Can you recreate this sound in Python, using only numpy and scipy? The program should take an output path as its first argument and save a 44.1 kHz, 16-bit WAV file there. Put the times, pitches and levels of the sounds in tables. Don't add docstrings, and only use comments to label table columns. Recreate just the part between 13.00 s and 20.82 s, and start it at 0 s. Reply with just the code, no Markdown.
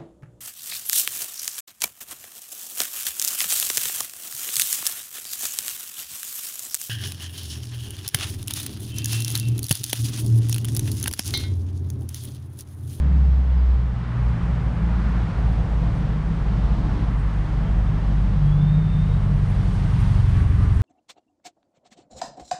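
import sys
import numpy as np
from scipy import signal
from scipy.fft import rfft, irfft, next_fast_len
from scipy.io import wavfile
from scipy.ndimage import uniform_filter1d, minimum_filter1d

SR = 44100
rng = np.random.default_rng(int(sys.argv[2]) if len(sys.argv) > 2 else 0)


def amplitude_ratio(level_db):
    exponent = np.asarray(level_db, float) / 20
    return 10 ** exponent


def bounce(signal):
    frames = np.transpose(np.atleast_2d(signal))
    limited = np.clip(frames, -1, 1)
    pcm = np.round(limited * 32767).astype(np.int16)
    wavfile.write(sys.argv[1], SR, pcm)


N = 344844
ARRIVES_S = 7.8
LEVEL_S = 7.1
# t/s, level of background noise/dB (held down at first while the engine hum is loud), level of
# tyres passing close/dB
TRAFFIC = [(0, -3, -51), (.55, -4.5, -51), (.86, -4, -50.5), (1.03, -4, -45.5), (1.4, 0, -44),
           (1.7, -.5, -45.5), (2.1, 1.5, -43), (2.6, 1, -46.5), (3.2, -0.2, -46), (3.95, 1.9, -46.5),
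           (4.15, -1.3, -45.5), (4.7, 0.9, -46.5), (5.05, 1, -48), (5.9, -1.8, -48), (6.6, -0.5, -47.5),
           (7.1, -0.3, -45.5), (7.5, 0.5, -42), (7.82, 1.5, -39)]


def level(x):
    return x / np.sqrt(np.mean(x ** 2))


def play(table):
    s, *columns = np.transpose(table)
    t = np.arange(N) / SR
    gate = np.clip(np.minimum(t - s[0] + .05, s[-1] + .05 - t) / .05, 0, 1)
    return gate, *(np.interp(t, s, c) for c in columns)


def walk(rate, size=N):
    k = int(SR / rate)
    held = np.repeat(rng.standard_normal(size // k + 2), 8)
    steps = uniform_filter1d(uniform_filter1d(held, size=8), size=8)
    return np.interp(np.arange(size) * 8 / k, np.arange(len(steps)), level(steps - steps.mean()))


def growth(far_db, gain_db, lateness, until=ARRIVES_S):
    return far_db + gain_db * np.minimum(np.arange(N) / SR / until, 1) ** lateness


def bumps(table):
    t = np.arange(N) / SR
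    return sum(db * np.exp(-(2 * (t - s) / length) ** 2) for s, length, db in table)


def swell(voice, s, length, hz, glide, db, **kind):
    out, t = np.zeros(N), np.arange(N) / SR - s
    on = abs(t) < length
    fade_db = 10.5 * (2 * t[on] / length) ** 2
    out[on] = voice(hz + glide * t[on], db - fade_db, **kind)
    return out


def tone(hz, db, wobble, flutter_db, rate):
    pitch, strength = walk(rate)[:len(hz)], walk(rate)[:len(hz)]
    phase = 2 * np.pi * (np.cumsum(hz * (1 + wobble * pitch)) / SR + rng.random())
    return np.sqrt(2) * amplitude_ratio(db + flutter_db * strength) * np.sin(phase)


def whistle(hz, db, clean):
    phase = 2 * np.pi * np.cumsum(hz) / SR
    rate = .055 * hz.mean()
    in_phase = clean + walk(rate)[:len(hz)]
    return amplitude_ratio(db) * (in_phase * np.sin(phase) + walk(rate)[:len(hz)] * np.cos(phase))


def wash(spectrum, low_hz, high_hz, flicker_db, rate):
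    size = next_fast_len(N)
    hz = np.arange(1, size // 2 + 2) * SR / size
    points = np.array(spectrum)
    gain = amplitude_ratio(np.interp(np.log(hz), np.log(points[:, 0]), points[:, 1], left=-90, right=-90))
    gain = gain / np.sqrt((1 + (low_hz / hz) ** 6) * (1 + (hz / high_hz) ** 6))
    noise = gain * rfft(rng.standard_normal(size))
    octaves = np.arange(np.floor(np.log2(points[0, 0])), np.log2(points[-1, 0]) + 1)
    share = [np.clip(1 - abs(np.log2(hz) - k), 0, 1) for k in octaves]
    return level(sum(amplitude_ratio(flicker_db * walk(rate)) * irfft(noise * w, size)[:N] for w in share))


def road():
    # f/Hz, level per Hz/dB
    rumble = [(12, -35), (22, -13), (43, -2), (65, 1), (82, -9), (100, -7), (138, -5.5), (175, -2.5),
              (215, -14.5), (252, -23.5), (310, -15.5), (400, -34.5), (520, -57)]
    roar = [(120, -31), (200, -2.5), (237, -3.5), (331, -16), (420, -14), (528, -17), (802, -16.5),
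            (1140, -18.5), (1380, -22.5), (3500, -38), (4550, -72), (7700, -120)]
    _, flow_db, tyres_db = play(TRAFFIC)
    low = amplitude_ratio(1.24 * flow_db - 26.5) * wash(rumble, low_hz=36, high_hz=287, flicker_db=1.15, rate=5.5)
    far = amplitude_ratio(flow_db - 39.0) * wash(roar, low_hz=264, high_hz=1150, flicker_db=-0.9, rate=3.83)
    tyres = amplitude_ratio(tyres_db + 0.8) * wash(roar, low_hz=1260, high_hz=2560, flicker_db=0.85, rate=7.4)
    return low + far + tyres


def fuel_hiss():
    # f/Hz, level per Hz/dB
    hiss = [(880, -29.5), (1500, 1.5), (2090, -5.5), (2280, -10.5), (3100, -12.5), (5410, -21),
            (5870, -22.5), (7300, -25), (9000, -25.5), (11700, -54), (19800, -120)]
    _, flow_db, _ = play(TRAFFIC)
    hiss_db = growth(-54.5, 5, 10, LEVEL_S) + .8 * flow_db + 2.5
    return amplitude_ratio(hiss_db) * wash(hiss, low_hz=2400, high_hz=6400, flicker_db=1.0, rate=8.3)


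def pump_drone():
    # t/s, f/Hz, level/dB
    drone = [
        (0, 36.1, -47.5),
        (2.2, 36, -43),
        (2.6, 34.73, -37),
        (3.4, 35.4, -32),
        (4.3, 35.27, -32),
        (5.5, 33.64, -33),
        (6.6, 34, -30.5),
        (7.82, 33.1, -32),
    ]
    return tone(*play(drone)[1:], wobble=0.0088, flutter_db=1.0, rate=6.3)


def cars():
    pulls = [(0.17, 0.33, 145, 5.5, -29), (1.17, .75, 120, 0, -27), (.68, .3, 126, -10, -32),
             (1.6, .35, 130, 29.5, -32.5), (2.05, 0.406, 117, 9.5, -31.5), (2.48, .35, 113, -0.5, -33),
             (2.7, 0.84, 126, 13.5, -33), (1.47, .35, 167, -4.5, -32.5), (1.92, .45, 170, 30, -31),
             (2.2, 0.18, 174, 9, -31.5), (1.9, .3, 197, 10.5, -36), (3.25, .45, 162, 45, -28.5),
             (4.1, .35, 118, 0, -29), (3.72, 0.453, 122, -9.5, -30), (3.97, 0.18, 300, -61, -39),
             (2.95, .25, 166, -1, -32.5), (3.65, .5, 150, -10, -34), (2.9, .35, 108, 8.5, -32.5),
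             (5.4, 0.402, 150, 1.5, -32), (4.6, .6, 153, 9.5, -30), (5.05, .45, 149, 0.5, -29.5),
             (.18, 0.42, 162, -23, -31), (0.2, 0.24, 193, -1.5, -35.5), (0.12, 0.23, 280, 1, -41.5),
             (3.3, 0.449, 130, 45.5, -36.5), (0.86, .5, 168, -0.5, -42), (2.45, .5, 168, 0, -31),
             (1.7, 0.34, 245, -0.5, -40.5), (2.95, .4, 295, -0.5, -46), (8.5, .5, 230, -10, -37.5)]
    # t/s, f/Hz, level/dB
    rev = [
        (5.3, 145.3, -38),
        (5.42, 145.1, -21.5),
        (5.64, 148.2, -17.5),
        (5.82, 156.7, -19.5),
        (5.9, 157.5, -23),
        (6.06, 148.7, -20.5),
        (6.28, 145.3, -24),
        (6.45, 143.9, -36),
    ]
    passing = sum(swell(tone, *row, wobble=.014, flutter_db=1.4, rate=14) for row in pulls)
    gate, hz, db = play(rev)
    return passing + gate * tone(hz, db, wobble=.003, flutter_db=.3, rate=12)


def knocks():
    # t/s, peak level/dB, f/Hz, t60/s
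    taps = [(.162, -54, 4700, .04), (.177, -53, 4920, .04), (0.575, -56, 4950, .04), (.588, -54, 4800, .04),
            (2.06, -37, 1390, .09), (2.075, -38, 1470, .12), (2.28, -41, 1420, .1), (1.64, -40, 1320, .1),
            (1.08, -52, 3700, .04), (.875, -51, 3540, 0.045), (2.351, -37.5, 1416, 0.12),
            (2.53, -61, 9010, 0.038), (3.893, -34, 1450, .07), (3.9, -40, 1750, 0.046),
            (3.95, -44, 378, 0.11), (4.19, -58, 8240, 0.082), (5.46, -70, 10940, 0.068),
            (5.575, -37, 440.7, 0.15), (5.779, -39, 448, 0.15), (6.089, -35, 466.6, 0.17),
            (6.5, -57, 9410, 0.07), (7.004, -49, 9400, .02), (7.003, -50, 9900, .02),
            (7.005, -58, 12300, .02), (7.639, -35, 436.5, 0.24), (7.64, -30, 274.8, 0.26)]
    out = np.zeros(N)
    t = np.arange(SR // 4) / SR
    attack = np.sin(np.pi / 2 * np.minimum(t / 0.002, 1)) ** 2
    for s, db, hz, t60 in taps:
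        grit = 1 + .45 * walk(rate=150)[:len(t)]
        ring = amplitude_ratio(db - 60 * t / t60) * attack * grit * np.sin(2 * np.pi * hz * t)
        start = int(s * SR)
        out[start:start + len(t)] += ring[:N - start]
    return out


def turbo():
    # t/s, f/Hz, level/dB
    spin = [(5.44, 3260, -66), (5.52, 3350, -52), (5.565, 3430, -58), (5.61, 3520, -52), (5.69, 3620, -53),
            (5.76, 3690, -54), (5.81, 3650, -57.5), (5.88, 3600, -52), (5.98, 3600, -53), (6.1, 3700, -58),
            (6.15, 3760, -57), (6.21, 3830, -68)]
    gate, hz, db = play(spin)
    return gate * whistle(hz, db - 6.3 + .7 * walk(25), clean=2)


def brake_squeals():
    squeals = [(4.665, .08, 3170, 0, -60), (4.75, .08, 3190, 700, -64), (4.89, .06, 3600, 3500, -64),
               (5.12, .08, 2950, 500, -62), (5.25, .06, 3000, 0, -64), (6.7, .2, 1135, -100, -55),
               (7.34, .16, 1115, 250, -51), (7.41, .1, 1130, 0, -52), (7.465, .06, 1095, 0, -49),
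               (7.51, .11, 1190, 100, -47.5), (7.58, .13, 1203, 0, -45.5), (7.535, .06, 1100, 0, -52),
               (7.66, .07, 1185, 0, -44), (7.71, .08, 1160, -900, -47), (7.79, .09, 1195, 0, -49),
               (7.655, .08, 1010, 0, -54)]
    return .55 * sum(swell(whistle, *row, clean=3.2) for row in squeals)


def valve_clatter(phase):
    # f/Hz, level per Hz/dB
    clatter = [(4000, -24), (5500, 0.5), (7200, -6.5), (9400, -2.5), (9800, -6.5), (10100, -13.5),
               (10900, -13), (11200, -21), (12000, -17.5), (12700, -18.5), (13100, -25), (13600, -28.5),
               (14200, -30), (15000, -30.5), (15300, -72)]
    # t/s, length/s, gain on the clatter/dB
    puffs = [(2.53, .04, 4), (2.97, .04, 7), (4.2, .08, 4), (5.47, 0.064, 4), (6.25, .04, 2), (6.5, .08, 2),
             (6.75, .05, 3), (6.86, .05, 0), (7.01, .05, 5), (7.12, .08, 2), (7.29, .07, 1.5),
             (7.53, .08, -0.5), (.44, .03, 4), (7.78, 0.067, 6.5)]
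    _, flow_db, _ = play(TRAFFIC)
    opening_db = -5.5 * np.clip(1 - np.arange(N) / SR / 1.1, 0, 1) ** .5
    clatter_db = growth(-73, 12.2, 8, LEVEL_S) - 2.0 + opening_db
    clatter_db = clatter_db + .3 * flow_db + .4 * walk(8.4) + bumps(puffs)
    near = np.clip((clatter_db + 65.0) / 10, 0, 1)
    tick_db = 1.8 * np.cos(phase / 4) + 1.4 * np.cos(phase / 2 + 1.3) + 1.8 * walk(300)
    noise = wash(clatter, low_hz=6500, high_hz=30000, flicker_db=.5, rate=9)
    return amplitude_ratio(clatter_db + 4.0) * amplitude_ratio(near * tick_db) * noise


def truck():
    # t/s, firing f/Hz, firing hum level/dB
    firing = [(0, 68.16, -14.5), (.25, 65.93, -16), (.4, 65.3, -18), (.58, 63.4, -16.5), (.86, 61.2, -20.5),
              (1.0, 60, -27), (1.12, 60.2, -31), (1.24, 59.4, -19), (1.38, 57.88, -29),
              (1.52, 57.16, -24.5), (1.75, 56.9, -25.5), (2.1, 55.93, -21.5), (2.8, 53.83, -21),
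              (3.7, 52.17, -22), (4.4, 50.97, -21), (5.3, 49.67, -21), (6.3, 48.49, -23),
              (7.82, 45.56, -21.5)]
    cycle = [(0.25, -28.5), (0.5, -10.5), (0.75, -18), (1, 0), (1.25, -3.5), (1.5, -2), (1.75, -7),
             (2, 1.5), (2.25, -7.5), (2.5, -3.5), (2.75, -8), (3, -4.5), (3.25, -23), (3.5, -16),
             (3.75, -9), (4, -12), (4.25, -25), (4.5, -31), (5, -22.5), (5.25, -25), (5.75, -27.5),
             (6, -25.5), (6.25, -25.5), (6.5, -33.5), (6.75, -30.5), (7.25, -31.5), (8.5, -25), (8.75, -29),
             (9, -32), (9.5, -35)]
    # t/s, length/s, depth/dB
    hum_gaps = [(.45, 0.056, 3), (.94, 0.041, 8), (1.74, 0.029, 10), (2.3, .12, 8), (2.66, 0.099, 8),
                (3.05, 0.048, 5), (3.38, 0.059, 7), (3.57, 0.042, 3), (3.75, 0.054, 4), (4.33, 0.053, 14),
                (4.46, 0.045, 6), (4.66, 0.041, 16), (5.05, 0.049, 4), (6.95, 0.039, 5)]
    _, hz, hum_db = play(firing)
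    t = np.arange(N) / SR
    waver = 2.2 * np.clip(1 - t / ARRIVES_S, .25, 1)
    octave_db = growth(-38, 20, 2.46) + waver * walk(4)
    uneven_db = growth(-41.5, 24.5, 6.6) + waver * walk(4)
    throb_db = growth(-44, 20.7, 1.35) + waver * walk(4)
    hum_db = hum_db + 1.1 * walk(8) - bumps(hum_gaps)
    lug_db = 8 * np.clip((t - 6.9) / .1 + .5, 0, 1) - 4
    phase = 2 * np.pi * np.cumsum(hz * (1 + .003 * walk(9) + .006 * walk(4))) / SR
    out = 0
    for k, db in cycle:
        if k == 1:
            group_db = hum_db
        elif k == 2:
            group_db = octave_db
        elif k < 2 or k > 4.3:
            group_db = uneven_db - 0.5
        else:
            group_db = throb_db + 2.0
        waver_db = .9 * walk(7) + (lug_db if k in (1.5, 2.5, 5) else 0)
        out = out + amplitude_ratio(db + group_db + waver_db) * np.sin(k * phase + 2 * np.pi * rng.random())
    return np.sqrt(2) * out, phase


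def scene():
    engine, phase = truck()
    forecourt = road() + fuel_hiss() + pump_drone() + cars() + knocks()
    return (forecourt + turbo() + brake_squeals() + valve_clatter(phase) + engine)[None]


def limit(x):
    room = np.minimum(.385 / (abs(x) + 1e-9), 1)
    return x * uniform_filter1d(minimum_filter1d(room, size=1800), size=1800)


def starve(x):
    edges = [10300, 10600, 11200, 11600, 12000, 12400, 12800, 13500, 13900, 14300, 14900, 22100]
    gate_db = -106.5
    hz, _, frames = signal.stft(x, SR, nperseg=1024, boundary="even")
    kept = False
    for high, low in zip(edges[::-1], edges[-2::-1]):
        band = (hz >= low) & (hz < high)
        loudness = np.sqrt(np.mean(abs(frames[band]) ** 2, axis=0))
        kept = kept | (loudness > amplitude_ratio(gate_db))
        frames[band] *= kept
    return signal.istft(frames, SR, nperseg=1024)[1][:N]


def low_pass(x):
    return signal.sosfilt(signal.butter(12, 15100, fs=SR, output="sos"), x)


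def record(dry):
    mix = starve(limit(dry[0]))[None]
    return low_pass(mix)


dry = scene()
out = record(dry)
bounce(out)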